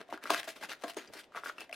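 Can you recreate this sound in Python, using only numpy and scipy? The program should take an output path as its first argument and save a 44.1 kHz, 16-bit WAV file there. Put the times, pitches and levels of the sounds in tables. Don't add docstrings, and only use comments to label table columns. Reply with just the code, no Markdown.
import sys
import numpy as np
from scipy import signal
from scipy.fft import rfft, irfft, next_fast_len
from scipy.io import wavfile
from scipy.ndimage import uniform_filter1d, map_coordinates

SR = 44100
rng = np.random.default_rng(int(sys.argv[2]) if len(sys.argv) > 2 else 0)


def store_pcm(level_fs):
    pcm = np.round(np.clip(level_fs, -1, 1) * 32767).astype(np.int16)
    wavfile.write(sys.argv[1], SR, np.atleast_2d(pcm).T)


N = 77175

# (loudest moment [s], level [dB], rise [s], fall [s], tilt [dB/octave])
STROKES = [(.004, -48, .02, .028, -3), (.112, -56, .04, .02, -1.5), (.136, -45, .022, .028, -2.5),
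           (.238, -49, .015, .028, -.5), (.275, -50, .045, .025, -1), (.311, -38, .024, .045, -.1),
           (.335, -36, .03, .04, .3), (.377, -40, .028, .033, 0), (.398, -42, .025, .016, .8),
           (.444, -47, .007, .022, 1), (.483, -40.5, .013, .04, .8), (.563, -47.5, .008, .028, 0),
           (.637, -43, .036, .033, -.8), (.697, -45, .014, .025, -.3), (.716, -43.5, .025, .036, 0),
           (.825, -56, .045, .03, 0), (.883, -48, .04, .03, .3), (.900, -43, .014, .022, .6),
           (.976, -42.5, .012, .04, -.6), (1.025, -54, .03, .075, -1.3), (1.141, -49, .018, .04, .5),
           (1.178, -51, .025, .03, 0), (1.196, -48, .022, .022, 1), (1.236, -56, .012, .018, -1),
           (1.372, -49, .035, .05, -1), (1.444, -46, .007, .04, .8), (1.477, -47, .045, .05, -.1),
           (1.608, -48.5, .04, .045, -1), (1.733, -51, .008, .06, 1.5)]
# (frequency [Hz], level [dB])
RUB_SPECTRUM = [(40, -38), (150, -22), (280, -3), (450, -6.5), (650, -2), (900, -8), (1650, 0),
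                (2600, -3.5), (3800, -6.5), (7000, -15.5), (11500, -17.5), (15800, -27)]
# (time [s], level [dB], favoured pitch [Hz], drop to either side [dB/octave])
PUSHES = [(.089, -44, 620, 6), (.303, -28.5, 1000, 1), (.8365, -31, 300, 3.5), (1.349, -41, 600, 25),
          (1.693, -42, 620, 18)]
# (pitch [Hz], level [dB], ring time [s])
HOLLOW_TONES = [(296, -8.5, .16), (610, -10, .1), (688, 0, .23), (1066, -6, .18), (1440, -16, .2),
                (1600, -17, .2)]
# (time [s], level [dB])
PEEL_TICKS = [(.1078, -42), (.2388, -29), (.6545, -35), (.9355, -40), (.9447, -40), (1.175, -40),
              (1.6062, -31), (1.713, -46)]
# (time [s], level [dB], fade time [s], tilt [dB/octave])
SLAPS = [(.1255, -38, .06, -.5), (.2395, -44, .08, -2), (.2985, -37, .1, -.8), (.560, -45.5, .07, -1),
         (.8358, -27, .05, -.1), (.9665, -33, .055, .3), (1.149, -42, .06, -2), (1.614, -47, .04, -1)]
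# (frequency [Hz], level [dB])
SLAP_SPECTRUM = [(30, -42), (190, -17), (275, 5), (450, -1.5), (800, -8), (1300, -7.5), (2200, -17),
                 (5000, -23), (9000, -31), (15800, -43)]
# (time [s], level [dB], pitch [Hz], ring time [s], crack compared with the pop [dB])
POPS = [(.1258, -22, 930, .008, -26), (.1415, -34, 1350, .012, -16), (.1755, -36, 1450, .018, -13),
        (.2265, -42, 1400, .012, -18), (.256, -28, 1330, .022, -20), (.2615, -31, 1300, .016, -20),
        (.273, -29, 1400, .016, -11), (.3032, -17, 1450, .012, -3), (.3048, -14.5, 1080, .016, -10),
        (.3455, -17.5, 1600, .006, -9), (.431, -29, 1900, .012, -8), (.4755, -37, 630, .08, -14),
        (.6375, -30, 1700, .009, -14), (1.3215, -42, 1250, .01, -19), (1.3485, -31, 1250, .012, -24),
        (1.3605, -28, 1330, .012, -21), (1.3665, -32, 1300, .014, -23), (1.3728, -27, 1270, .01, -25),
        (1.3762, -26, 1300, .011, -25), (1.4355, -27, 1350, .014, -24), (1.4595, -27, 1400, .018, -23),
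        (1.4965, -23.5, 1430, .013, -18), (1.5825, -37, 1250, .018, -12), (1.694, -38, 2100, .014, -12),
        (1.728, -38, 600, .02, -3)]
# (pitch [times the main pitch], level [dB])
FOLD_TONES = [(.45, -12), (.86, -9), (1, 0), (1.13, -8), (1.48, -13)]
# (start [s], length [s], level [dB], pitch [Hz])
CREAKS = [(.294, .014, -37, 1200), (.621, .033, -46, 1700), (1.073, .014, -54, 5100),
          (1.096, .011, -50, 410), (1.338, .065, -50, 1300), (1.459, .027, -45, 1500)]
# (time [s], level [dB])
HIGH_RING_HITS = [(.3035, -41), (.838, -57), (.968, -46.5)]
# (pitch [Hz], level [dB], ring time [s])
HIGH_RING_TONES = [(6638, 0, .12), (9250, 4, .03)]
# (time [s], level [dB])
BUMPS = [(.307, -53), (.395, -64), (1.10, -57), (1.382, -62)]
# (frequency [Hz], level [dB])
BUMP_SPECTRUM = [(30, -14), (110, -4), (220, -1), (450, 0), (1200, -40)]
# (time [s], level [dB], tilt [dB/octave])
CLINKS = [(1.5825, -29, -5), (1.606, -26, -1.5), (1.7268, -28.5, 1.5)]
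# (pitch [Hz], level [dB], ring time [s])
CLINK_TONES = [(2520, 0, .014), (2760, -4, .018), (2630, -22, .15), (5100, -11, .012), (9200, -25, .05)]
# (frequency [Hz], level [dB])
AIR_SPECTRUM = [(25, -11), (100, -7), (170, -3), (290, 3), (450, 1.5), (630, 4), (1200, -8), (2500, -13),
                (5000, -21), (15800, -43)]
# (frequency [Hz], ring time [s])
GARAGE_RING_TIMES = [(200, .3), (2000, .3), (12000, .16)]
# (frequency [Hz], likeness [0 to 1])
STEREO_LIKENESS = [(60, .5), (300, .93), (1500, .93), (3200, .85), (7000, .65), (15000, .4)]
# (frequency [Hz], left over right [dB])
LEFT_BOOST = [(200, 0), (700, 1), (2400, 2.4), (8000, 3), (15000, 3.2)]

SLIPS_PER_S, SLIP_SPREAD_DB = 3000, 4
SLIP_GROWTH = .6
HISS_GAIN, CREST_ROUND = .45, .2
FLUTTER_DB, PATCHY_DB = 1.6, 2.5
POP_RISE_S, SLAP_RISE_S, BUMP_WIDTH_S = .0006, .0015, .016
TICK_T60, CRACK_T60, CREAK_T60 = .006, .011, .008
CREAK_SLIPS_PER_S = 800
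AIR_DB, TAIL_DB, ECHO_DB, ECHO_SPREAD_S = -65, -14, -11, .016
EVENT_S, TOP_HZ = .3, 16000


def amp(db):
    return 10 ** (np.asarray(db) / 20)


def unit(x):
    return x / np.sqrt(np.mean(x ** 2) + 1e-20)


def look_up(table, hz):
    freqs, values = np.transpose(table)
    return np.interp(np.log(hz + 1), np.log(freqs + 1), values)


def clock():
    return np.arange(int(EVENT_S * SR)) / SR


def add(out, start, x):
    i = round(start * SR)
    x = x[..., max(-i, 0):N - i]
    out[..., max(i, 0):max(i, 0) + x.shape[-1]] += x


def fade(t, t60, rise_s):
    return np.exp(-np.log(1000) * t / t60) * (1 - np.exp(-t / rise_s))


def wobble(rate, t):
    return map_coordinates(rng.standard_normal(1024), [t * rate], mode="wrap")


def filtered(x, response):
    size = next_fast_len(x.shape[-1] + 2048, True)
    hz = np.fft.rfftfreq(size, 1 / SR)
    return irfft(rfft(x, size) * response(hz), size)[..., :x.shape[-1]]


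def coloured(pair, spectrum, tilt=0):
    width = lambda hz: np.arccos(np.clip(look_up(STEREO_LIKENESS, hz), -1, 1)) / 2
    gain = lambda hz: amp(look_up(spectrum, hz) + tilt * np.log2(np.maximum(hz, 250)))
    mid, side = filtered(pair, lambda hz: gain(hz) * [np.cos(width(hz)), np.sin(width(hz))])
    return unit(np.array([mid + side, mid - side]))


def noise(length, spectrum, tilt=0):
    return coloured(rng.standard_normal((2, length)), spectrum, tilt)


def garage_air():
    return amp(AIR_DB) * noise(N, AIR_SPECTRUM)


def slips(rate, t):
    happens = rng.random(len(t)) < rate / SR
    return happens * amp(SLIP_SPREAD_DB * np.clip(rng.standard_normal(len(t)), -2, 2))


def moving_contact(pair):
    bands = signal.stft(pair, nperseg=256)[2]
    patches = uniform_filter1d(rng.standard_normal(bands.shape[1:]), size=3, axis=0)
    patches = uniform_filter1d(patches, size=7, axis=1)
    pair = signal.istft(bands * amp(PATCHY_DB * unit(patches)), nperseg=256)[1][:, :N]
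    return pair * amp(FLUTTER_DB * wobble(130, np.arange(N) / SR))


def rubbing():
    out, t = np.zeros((2, N)), clock() - EVENT_S / 3
    hardest_db = max(row[1] for row in STROKES)
    for time, db, rise, fall, tilt in STROKES:
        rate = SLIPS_PER_S * amp(SLIP_GROWTH * (db - hardest_db))
        grains = unit(slips(rate, t) * rng.choice([-1, 1], (2, len(t))))
        hiss = HISS_GAIN * rng.standard_normal((2, len(t)))
        from_crest = np.maximum(-t / rise, t / fall)
        drop_db = 20 * (np.hypot(from_crest, CREST_ROUND) - CREST_ROUND)
        add(out, time + t[0], amp(db - drop_db) * coloured(grains + hiss, RUB_SPECTRUM, tilt))
    return moving_contact(out)


def no_bass(x, edge_hz=230):
    return signal.sosfilt(signal.butter(8, edge_hz, "high", fs=SR, output="sos"), x)


def tire_hollow():
    out, t = np.zeros(N), clock()
    for time, db, favoured_hz, drop_per_octave in PUSHES:
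        for hz, tone_db, t60 in HOLLOW_TONES:
            ring = np.sin(2 * np.pi * hz * t + .42 * wobble(110, t))
            drop_db = drop_per_octave * abs(np.log2(hz / favoured_hz))
            add(out, time, amp(db + tone_db - drop_db) * fade(t, t60, SLAP_RISE_S) * ring)
    return no_bass(out)


def peeling_ticks():
    level, t = np.zeros(N), clock()
    for time, db in PEEL_TICKS:
        add(level, time, amp(db) * fade(t, TICK_T60, POP_RISE_S / 2))
    return no_bass(level * noise(N, RUB_SPECTRUM, tilt=1.2))


def flap_slaps():
    out, t = np.zeros((2, N)), clock()
    for time, db, t60, tilt in SLAPS:
        add(out, time, amp(db) * fade(t, t60, SLAP_RISE_S) * noise(len(t), SLAP_SPECTRUM, tilt))
    return no_bass(out, edge_hz=220)


def fold_ring(t, hz, t60):
    tones = np.zeros(len(t))
    for ratio, db in FOLD_TONES:
        gain = amp(db + rng.normal(0, 1.5))
        pitch = hz * ratio * (1 + rng.normal(0, .03))
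        tones += gain * np.sin(2 * np.pi * pitch * t)
    return tones * fade(t, t60, POP_RISE_S)


def fold_pops():
    tone, crack_level, t = np.zeros(N), np.zeros(N), clock()[:2048]
    for time, db, hz, t60, crack_db in POPS:
        add(tone, time, amp(db) * fold_ring(t, hz, t60))
        add(crack_level, time, amp(db + crack_db) * fade(t, CRACK_T60, POP_RISE_S / 2))
    return no_bass(tone + crack_level * noise(N, RUB_SPECTRUM, tilt=1.5))


def creaks():
    out, t = np.zeros(N), clock()
    for start, length, db, hz in CREAKS:
        kicks = slips(CREAK_SLIPS_PER_S, t)
        run = signal.fftconvolve(kicks, fold_ring(t[:2048], hz, CREAK_T60))[:len(t)]
        swell = np.abs(np.sin(np.pi * np.minimum(t / length, 1))) ** .5
        add(out, start, amp(db) * swell * unit(no_bass(run)))
    return out


def thin_high_ring():
    out, t = np.zeros(N), clock()
    for time, db in HIGH_RING_HITS:
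        for hz, tone_db, t60 in HIGH_RING_TONES:
            add(out, time, amp(db + tone_db) * fade(t, t60, POP_RISE_S) * np.sin(2 * np.pi * hz * t))
    return out


def tire_bumps():
    t = np.arange(N) / SR
    swells = sum(amp(db) * np.exp(-((t - time) / BUMP_WIDTH_S) ** 2) for time, db in BUMPS)
    return swells * noise(N, BUMP_SPECTRUM)


def metal_clinks():
    out, t = np.zeros(N), clock()
    for time, db, tilt in CLINKS:
        for hz, tone_db, t60 in CLINK_TONES:
            ring = np.sin(2 * np.pi * hz * t + 1.2 * wobble(500, t))
            octaves_up = np.log2(hz / CLINK_TONES[0][0])
            add(out, time, amp(db + tone_db + tilt * octaves_up) * fade(t, t60, POP_RISE_S) * ring)
    return out


def garage_echoes(x):
    hz, t, bands = signal.stft(rng.standard_normal((2, SR // 2)), SR, nperseg=256)
    decay = np.exp(-np.log(1000) * t / look_up(GARAGE_RING_TIMES, hz)[:, None])
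    tail = signal.istft(bands * decay, SR, nperseg=256)[1]
    mid, side = tail / np.linalg.norm(tail[0])
    echoes = amp(TAIL_DB) * np.array([mid + .45 * side, mid - .45 * side])
    for place, gain in rng.uniform(-1, 1, size=(8, 2)):
        delay_s = .002 + ECHO_SPREAD_S * abs(place)
        echoes[:, int(delay_s * SR)] += amp(ECHO_DB) * gain / 2
    return signal.fftconvolve(x, echoes, axes=1)[:, :N]


def scene():
    tube = rubbing() + fold_pops() + peeling_ticks() + creaks() + flap_slaps()
    tire = tire_bumps() + tire_hollow()
    work = tube + tire + thin_high_ring() + metal_clinks()
    lean_left = lambda hz: amp(look_up(LEFT_BOOST, hz) * np.array([[.5], [-.5]]))
    return filtered(work + garage_echoes(work), lean_left) + garage_air()


def record(dry):
    return filtered(dry, lambda hz: hz < TOP_HZ)


dry = scene()
out = record(dry)
store_pcm(out)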